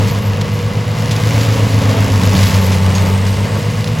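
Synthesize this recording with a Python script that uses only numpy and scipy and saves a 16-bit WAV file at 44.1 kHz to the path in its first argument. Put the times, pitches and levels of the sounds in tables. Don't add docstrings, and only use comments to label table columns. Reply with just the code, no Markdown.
import sys
import numpy as np
from scipy import signal
from scipy.fft import rfft, irfft, next_fast_len
from scipy.io import wavfile
from scipy.ndimage import map_coordinates

SR = 44100
rng = np.random.default_rng(int(sys.argv[2]) if len(sys.argv) > 2 else 0)


def generate_wav(sig):
    pcm = np.round(np.clip(np.atleast_2d(sig).T, -1, 1) * 32767).astype(np.int16)
    wavfile.write(sys.argv[1], SR, pcm)


N = 176400

# t/s, f/Hz
FIRING_RATE = [(0, 98.96), (0.33, 100.4), (1, 103.9), (1.33, 103.6), (1.67, 100.6), (2, 98.37),
               (2.33, 95.64), (2.67, 94.07), (3, 94.7), (3.33, 97.7), (3.67, 102.3), (4, 104.3)]
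FREE_HZ = 104
ROTOR_RATIO, SLIP_PER_HZ = .2704, .00022
# multiple of crank rate, level/dB, change with sag/(dB per Hz)
EXHAUST_PARTIALS = [(3, -21.5, 0.92), (3.5, -34, 0), (4.5, -22.5, -1.13), (5, -39.5, 1.14),
                    (5.5, -38.5, 0.28), (6, -31, 1.18), (9, -45.5, .5), (12, -52, 0.92)]
# multiple of firing rate, level/dB, change with sag/(dB per Hz)
FAN_PARTIALS = [(4.728, -32.5, -.6), (9.366, -48.5, 1.5), (8.684, -51, 1.1), (4.3, -47, 1.3),
                (5.35, -47, 1.2)]
# f/Hz, width/Hz, level/dB
BLOCK_MODES = [(1007, 63, -1.5), (1117, 50, 2), (1680, 120, -8.5), (1923, 120, -5.5), (2060, 87, 1.5),
               (2444, 94, -6), (2738, 106, -3.5), (2905, 170, -3), (3610, 440, -11.5), (4870, 880, -10.5)]
CLATTER_DB, CLATTER_DEPTH = -35.5, 0.24
TURBO_HZ, TURBO_WIDTH_HZ, TURBO_DB, TURBO_LAG_S = 8350, 220, -38.5, 0.51

# t/s, level/dB
DRONE_SWELL = [(0, -26), (.65, -34.5), (1.15, -23.5), (1.4, -16), (1.95, -15.5), (2.45, -18), (2.85, -39),
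               (3.35, -43), (3.6, -26), (4, -30)]
# multiple of turning rate, level at full drone/dB, dB per dB of swell
ROTOR_PARTIALS = [(2, -37, .7), (3, -29, 0.7), (4, -13.5, 0.5), (5, -36, 0.1), (6, -34, 1), (7, -31, 1.2),
                  (8, -34, 2), (9, -33, 0.7), (10, -26.5, 1.3), (11, -33, 2.5), (16, -39, 1.6),
                  (17, -34.5, 1), (19, -38.5, 0.5), (20, -35.5, 1.3), (25, -39.5, 1)]
# t/s, level/dB
RUMBLE_RIDE = [(0, -17), (.15, -22), (1, -25), (1.8, -23.5), (2.35, -20), (2.7, -21.5), (3.3, -22),
               (4, -25)]
ROAR_RIDE = [(0, -25), (.15, -26), (.9, -27.5), (1.35, -22.5), (1.7, -24.5), (1.9, -21), (2.25, -22),
             (2.45, -22.5), (2.8, -24.5), (3.02, -21.5), (3.15, -25), (4, -27.5)]
SHRED_RIDE = [(0, -28.5), (.1, -28), (.2, -34), (.8, -34.5), (1.05, -30.5), (1.35, -26), (1.7, -28),
              (2, -27), (2.22, -27), (2.36, -22.5), (2.48, -22), (2.65, -27), (2.85, -30), (3.02, -29),
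              (3.15, -30), (3.5, -32), (4, -32.5)]
# f/Hz, level/dB
RUMBLE_EQ = [(20, -24), (35, -14), (50, -8.5), (75, -1), (105, 0), (180, -2.5), (240, -4.5), (330, -24.5),
             (500, -25), (1000, -85)]
ROAR_EQ = [(150, -39), (330, -8), (420, -2), (500, 0), (600, -3), (750, -6), (900, -6), (1100, -6),
           (1450, -12), (2000, -13), (2900, -15), (4000, -22), (8000, -57)]
SHRED_EQ = [(400, -14), (1000, -3), (2000, 0), (2350, -2), (2800, -1.5), (3700, -3), (5000, -3),
            (6500, -5.5), (8000, -8.5), (10000, -11), (12500, -12.5), (15800, -18)]
CRACK_EQ = [(500, -4), (2000, -0.5), (4500, 2), (7000, -5.5), (11000, -10.5), (15800, -21)]
BITE_PULSES = [(1, 0.042), (2, 0.05), (3, 0.072), (4, 0.14), (6, 0.089)]
CHIPS_PER_S, CHIP_DECAY_S, CHIP_SPREAD, CHIP_DB, HISS_DB = 3500, .0004, 0.45, -4, -1.5
# t/s, relative level/dB, time to fall 20 dB/s
STICK_CUES = [(0.078, -22, 0.046), (.413, -12.5, .012), (1.082, -19, .01), (1.11, -11.5, 0.038),
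              (1.162, -12, .006), (1.41, -12.5, .01), (1.789, -10, .005), (2.365, -8.5, 0.012),
              (2.383, -17, 0.0091), (2.429, -18, 0.0073), (2.434, -10, 0.013), (2.471, -11, .007),
              (2.542, -11, 0.0071), (2.718, -15.5, 0.075), (2.951, -15, 0.054), (3.266, -17.5, 0.051),
              (3.454, -19, .005), (3.843, -9.5, 0.0062), (3.875, -15, .006)]
PING_AT_S, PING_HZ, PING_DB, PING_T60_S = 2.95, 6580, -20, .14
# t/s, level/dB, brightness/(dB per octave)
THUMP_CUES = [(.01, -13, 2), (2.095, -12, 1), (2.22, -4, -2), (2.338, -3, -1), (2.9, -13, 3),
              (3.035, -15, 6), (3.58, -16, 0)]
# f/Hz, level/dB, t60/s
HOOD_MODES = [(139, 3, 0.063), (187.5, 1.5, 0.15), (237, -12, 0.13), (281, 0, 0.068), (455, -15.5, 0.13),
              (538, -5, 0.05)]
# t/s, length/s, level/dB, f/Hz
SQUEAK_CUES = [(.06, 0.097, -39, 12000), (0.196, .07, -38, 12550), (.245, .06, -39, 11900),
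               (0.51, .08, -44, 11950), (1.41, .05, -44, 12400), (2.243, .04, -33, 12400),
               (2.43, .1, -33, 12200), (2.578, .15, -37, 11900), (3.01, 0.15, -39, 12300),
               (3.262, .09, -42, 12450), (3.56, 0.057, -41, 12550)]
SQUEAK_WAVER_HZ, SQUEAK_RASP_RAD = 90, 1.1

# f/Hz, lead of left over right/rad
LEFT_LEAD = [(100, -.12), (300, -.05), (400, .17), (580, -.12), (740, 1.2), (850, 1.3), (1000, 0),
             (1250, 1.1), (1480, 1.4), (1600, .35), (2200, .07), (7500, 0), (7650, -.85), (9080, -3.14),
             (10900, -6.28), (11600, -6.35), (11900, -7.35), (13350, -9.42), (14300, -11.1),
             (14800, -12.57)]
# f/Hz, left minus right level/dB
BALANCE = [(100, .3), (200, -.8), (500, 0), (680, -6), (880, 7), (1000, 0), (1150, -2.5), (1480, 4),
           (1800, 0)]
# f/Hz, side level/dB
WIDTH = [(100, -14), (500, -18), (850, -9.5), (1100, -9), (1500, -9), (2100, -19), (3300, -48), (4000, -80),
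         (7300, -75), (7800, -50), (14500, -24)]
LOW_CUT_HZ, HIGH_CUT_HZ = 30, 15900


def amp(db):
    return 10 ** (np.asarray(db) / 20)


def unit(x):
    return x / np.sqrt(np.mean(x ** 2) + 1e-20)


def along(points, hz):
    f, v = np.transpose(points)
    return np.interp(np.log(hz + 1), np.log(f + 1), v)


def clock():
    return np.arange(N) / SR


def curve(rows):
    return np.interp(clock(), *np.transpose(rows))


def wobble(rate):
    return map_coordinates(rng.standard_normal(2000), [clock() * rate + 2], mode="wrap")


def filtered(x, response):
    size = next_fast_len(N + 8192)
    return irfft(rfft(x, size) * response(np.fft.rfftfreq(size, 1 / SR)), size)[..., :N]


def coloured(x, eq):
    return unit(filtered(x, lambda hz: amp(along(eq, hz))))


def noise(eq):
    mid, side = coloured(rng.standard_normal((2, N)), eq)
    side = filtered(side, lambda hz: amp(along(WIDTH, hz)))
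    return np.array([mid + side, mid - side])


def partial(cycles, flutter_db, jitter_rad, rate):
    flutter = amp(flutter_db * wobble(rate))
    return np.sqrt(2) * flutter * np.sin(2 * np.pi * cycles + jitter_rad * wobble(rate))


def turbo(sag, grow_db):
    boost = np.interp(clock() - TURBO_LAG_S, clock(), sag, left=0) - sag.max()
    band = lambda hz: 1 / (1 + ((hz - TURBO_HZ) / TURBO_WIDTH_HZ) ** 2)
    return amp(TURBO_DB + grow_db * boost) * unit(filtered(rng.standard_normal(N), band))


def squeaks():
    t = clock()
    waver = np.cumsum(SQUEAK_WAVER_HZ * wobble(60)) / SR
    swell = lambda start, length: np.sin(np.pi * np.clip((t - start) / length, 0, 1))
    tones = sum(amp(db) * swell(start, length) * np.exp(2j * np.pi * hz * t)
                for start, length, db, hz in SQUEAK_CUES)
    flicker = amp(3.2 * wobble(150))
    rasp = SQUEAK_RASP_RAD * wobble(1100)
    return np.sqrt(2) * np.real(tones * flicker * np.exp(2j * np.pi * waver + 1j * rasp))


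def clatter(firings):
    knock = (1 + CLATTER_DEPTH * np.cos(2 * np.pi * firings)) * rng.standard_normal(N)
    body = lambda hz: sum((-1) ** k * amp(db) * 1j * hz * width / (centre**2 - hz**2 + 1j * hz * width)
                          for k, (centre, width, db) in enumerate(BLOCK_MODES))
    return amp(CLATTER_DB) * unit(filtered(knock, body))


def fan(firings, sag):
    return sum(amp(db + grow * sag) * partial(k * firings, flutter_db=2, jitter_rad=.2, rate=14)
               for k, db, grow in FAN_PARTIALS)


def exhaust(firings, sag):
    crank = firings / 3
    return sum(amp(db + grow * sag) * partial(k * crank + .25, flutter_db=.94, jitter_rad=.064, rate=14)
               for k, db, grow in EXHAUST_PARTIALS)


def hood(turns):
    churn = 1 + 0.091 * np.sin(2 * np.pi * turns)
    roar = amp(curve(ROAR_RIDE) - 0.5 + .8 * wobble(25.11)) * churn * noise(ROAR_EQ)
    return roar + amp(curve(RUMBLE_RIDE)) * noise(RUMBLE_EQ)


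def thumps(attack_s):
    out, t = np.zeros(N + SR), np.arange(SR // 2) / SR
    pivot_hz = HOOD_MODES[1][0]
    attack = 1 - np.exp(-t / attack_s)
    for start, db, bright in THUMP_CUES:
        ring = 0
        for hz, mode_db, t60 in HOOD_MODES:
            struck_db = mode_db + bright * np.log2(hz / pivot_hz) + rng.normal(0, 2.4)
            detuned_hz = hz * (1 + rng.normal(0, 0.014))
            ring += amp(struck_db - 60 * t / t60) * np.sin(2 * np.pi * detuned_hz * t)
        out[round(start * SR):][:len(t)] += amp(db) * ring * attack
    return out[:N]


def cracks():
    t = clock()
    bursts = sum((t >= start) * amp(db - 6.5 - 20 * np.maximum(t - start, 0) / fall)
                 for start, db, fall in STICK_CUES)
    age = np.maximum(t - PING_AT_S, 0)
    ping = amp(PING_DB - 60 * age / PING_T60_S) * np.sin(2 * np.pi * PING_HZ * age)
    return bursts * coloured(rng.standard_normal(N), CRACK_EQ) + ping


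def shredding(turns):
    bite = np.exp(sum(depth * (1 + 0.74 * wobble(3)) * np.cos(2 * np.pi * k * turns)
                      for k, depth in BITE_PULSES))
    snaps = rng.random(N) < CHIPS_PER_S / SR * bite
    strength = np.exp(CHIP_SPREAD * np.minimum(rng.standard_normal(N), 2.5))
    energy = signal.lfilter([1], [1, -np.exp(-2 / (CHIP_DECAY_S * SR))], (snaps * strength) ** 2)
    chips = coloured(np.sqrt(energy) * rng.standard_normal(N), SHRED_EQ)
    fader = amp(curve(SHRED_RIDE) + 0.9 * wobble(29.967))
    return fader * unit(bite) * (amp(CHIP_DB) * chips + amp(HISS_DB) * noise(SHRED_EQ))


def rotor(turns):
    swell_db = curve(DRONE_SWELL) - curve(DRONE_SWELL).max()
    loudest = max(db for k, db, grow in ROTOR_PARTIALS)
    steady = dict(flutter_db=0.2, jitter_rad=0.093, rate=18)
    rough = dict(flutter_db=2.0, jitter_rad=0.37, rate=12)
    return sum(amp(db + grow * swell_db) * partial(k * turns, **(steady if db == loudest else rough))
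               for k, db, grow in ROTOR_PARTIALS)


def scene():
    firing_hz = curve(FIRING_RATE)
    sag = FREE_HZ - firing_hz
    firings = np.cumsum(firing_hz) / SR
    turns = np.cumsum(firing_hz * (ROTOR_RATIO - SLIP_PER_HZ * sag)) / SR
    tractor = exhaust(firings, sag) + fan(firings, sag) + clatter(firings) + turbo(sag, grow_db=2.5)
    mulcher = rotor(turns) + hood(turns) + shredding(turns) + cracks()
    mulcher += thumps(attack_s=0.0073) + squeaks()
    return -(tractor + mulcher)


def record(dry):
    sides = np.array([[1], [-1]])
    pair = lambda hz: amp(sides * along(BALANCE, hz) / 2) * np.exp(1j * sides * along(LEFT_LEAD, hz) / 2)
    x = filtered(dry, lambda hz: pair(hz) * hz ** 3 / (hz ** 3 + LOW_CUT_HZ ** 3))
    rounded = x / (1 + np.abs(x / .95) ** 10) ** (1 / 10)
    return filtered(rounded, lambda hz: hz < HIGH_CUT_HZ)


dry = scene()
out = record(dry)
generate_wav(out)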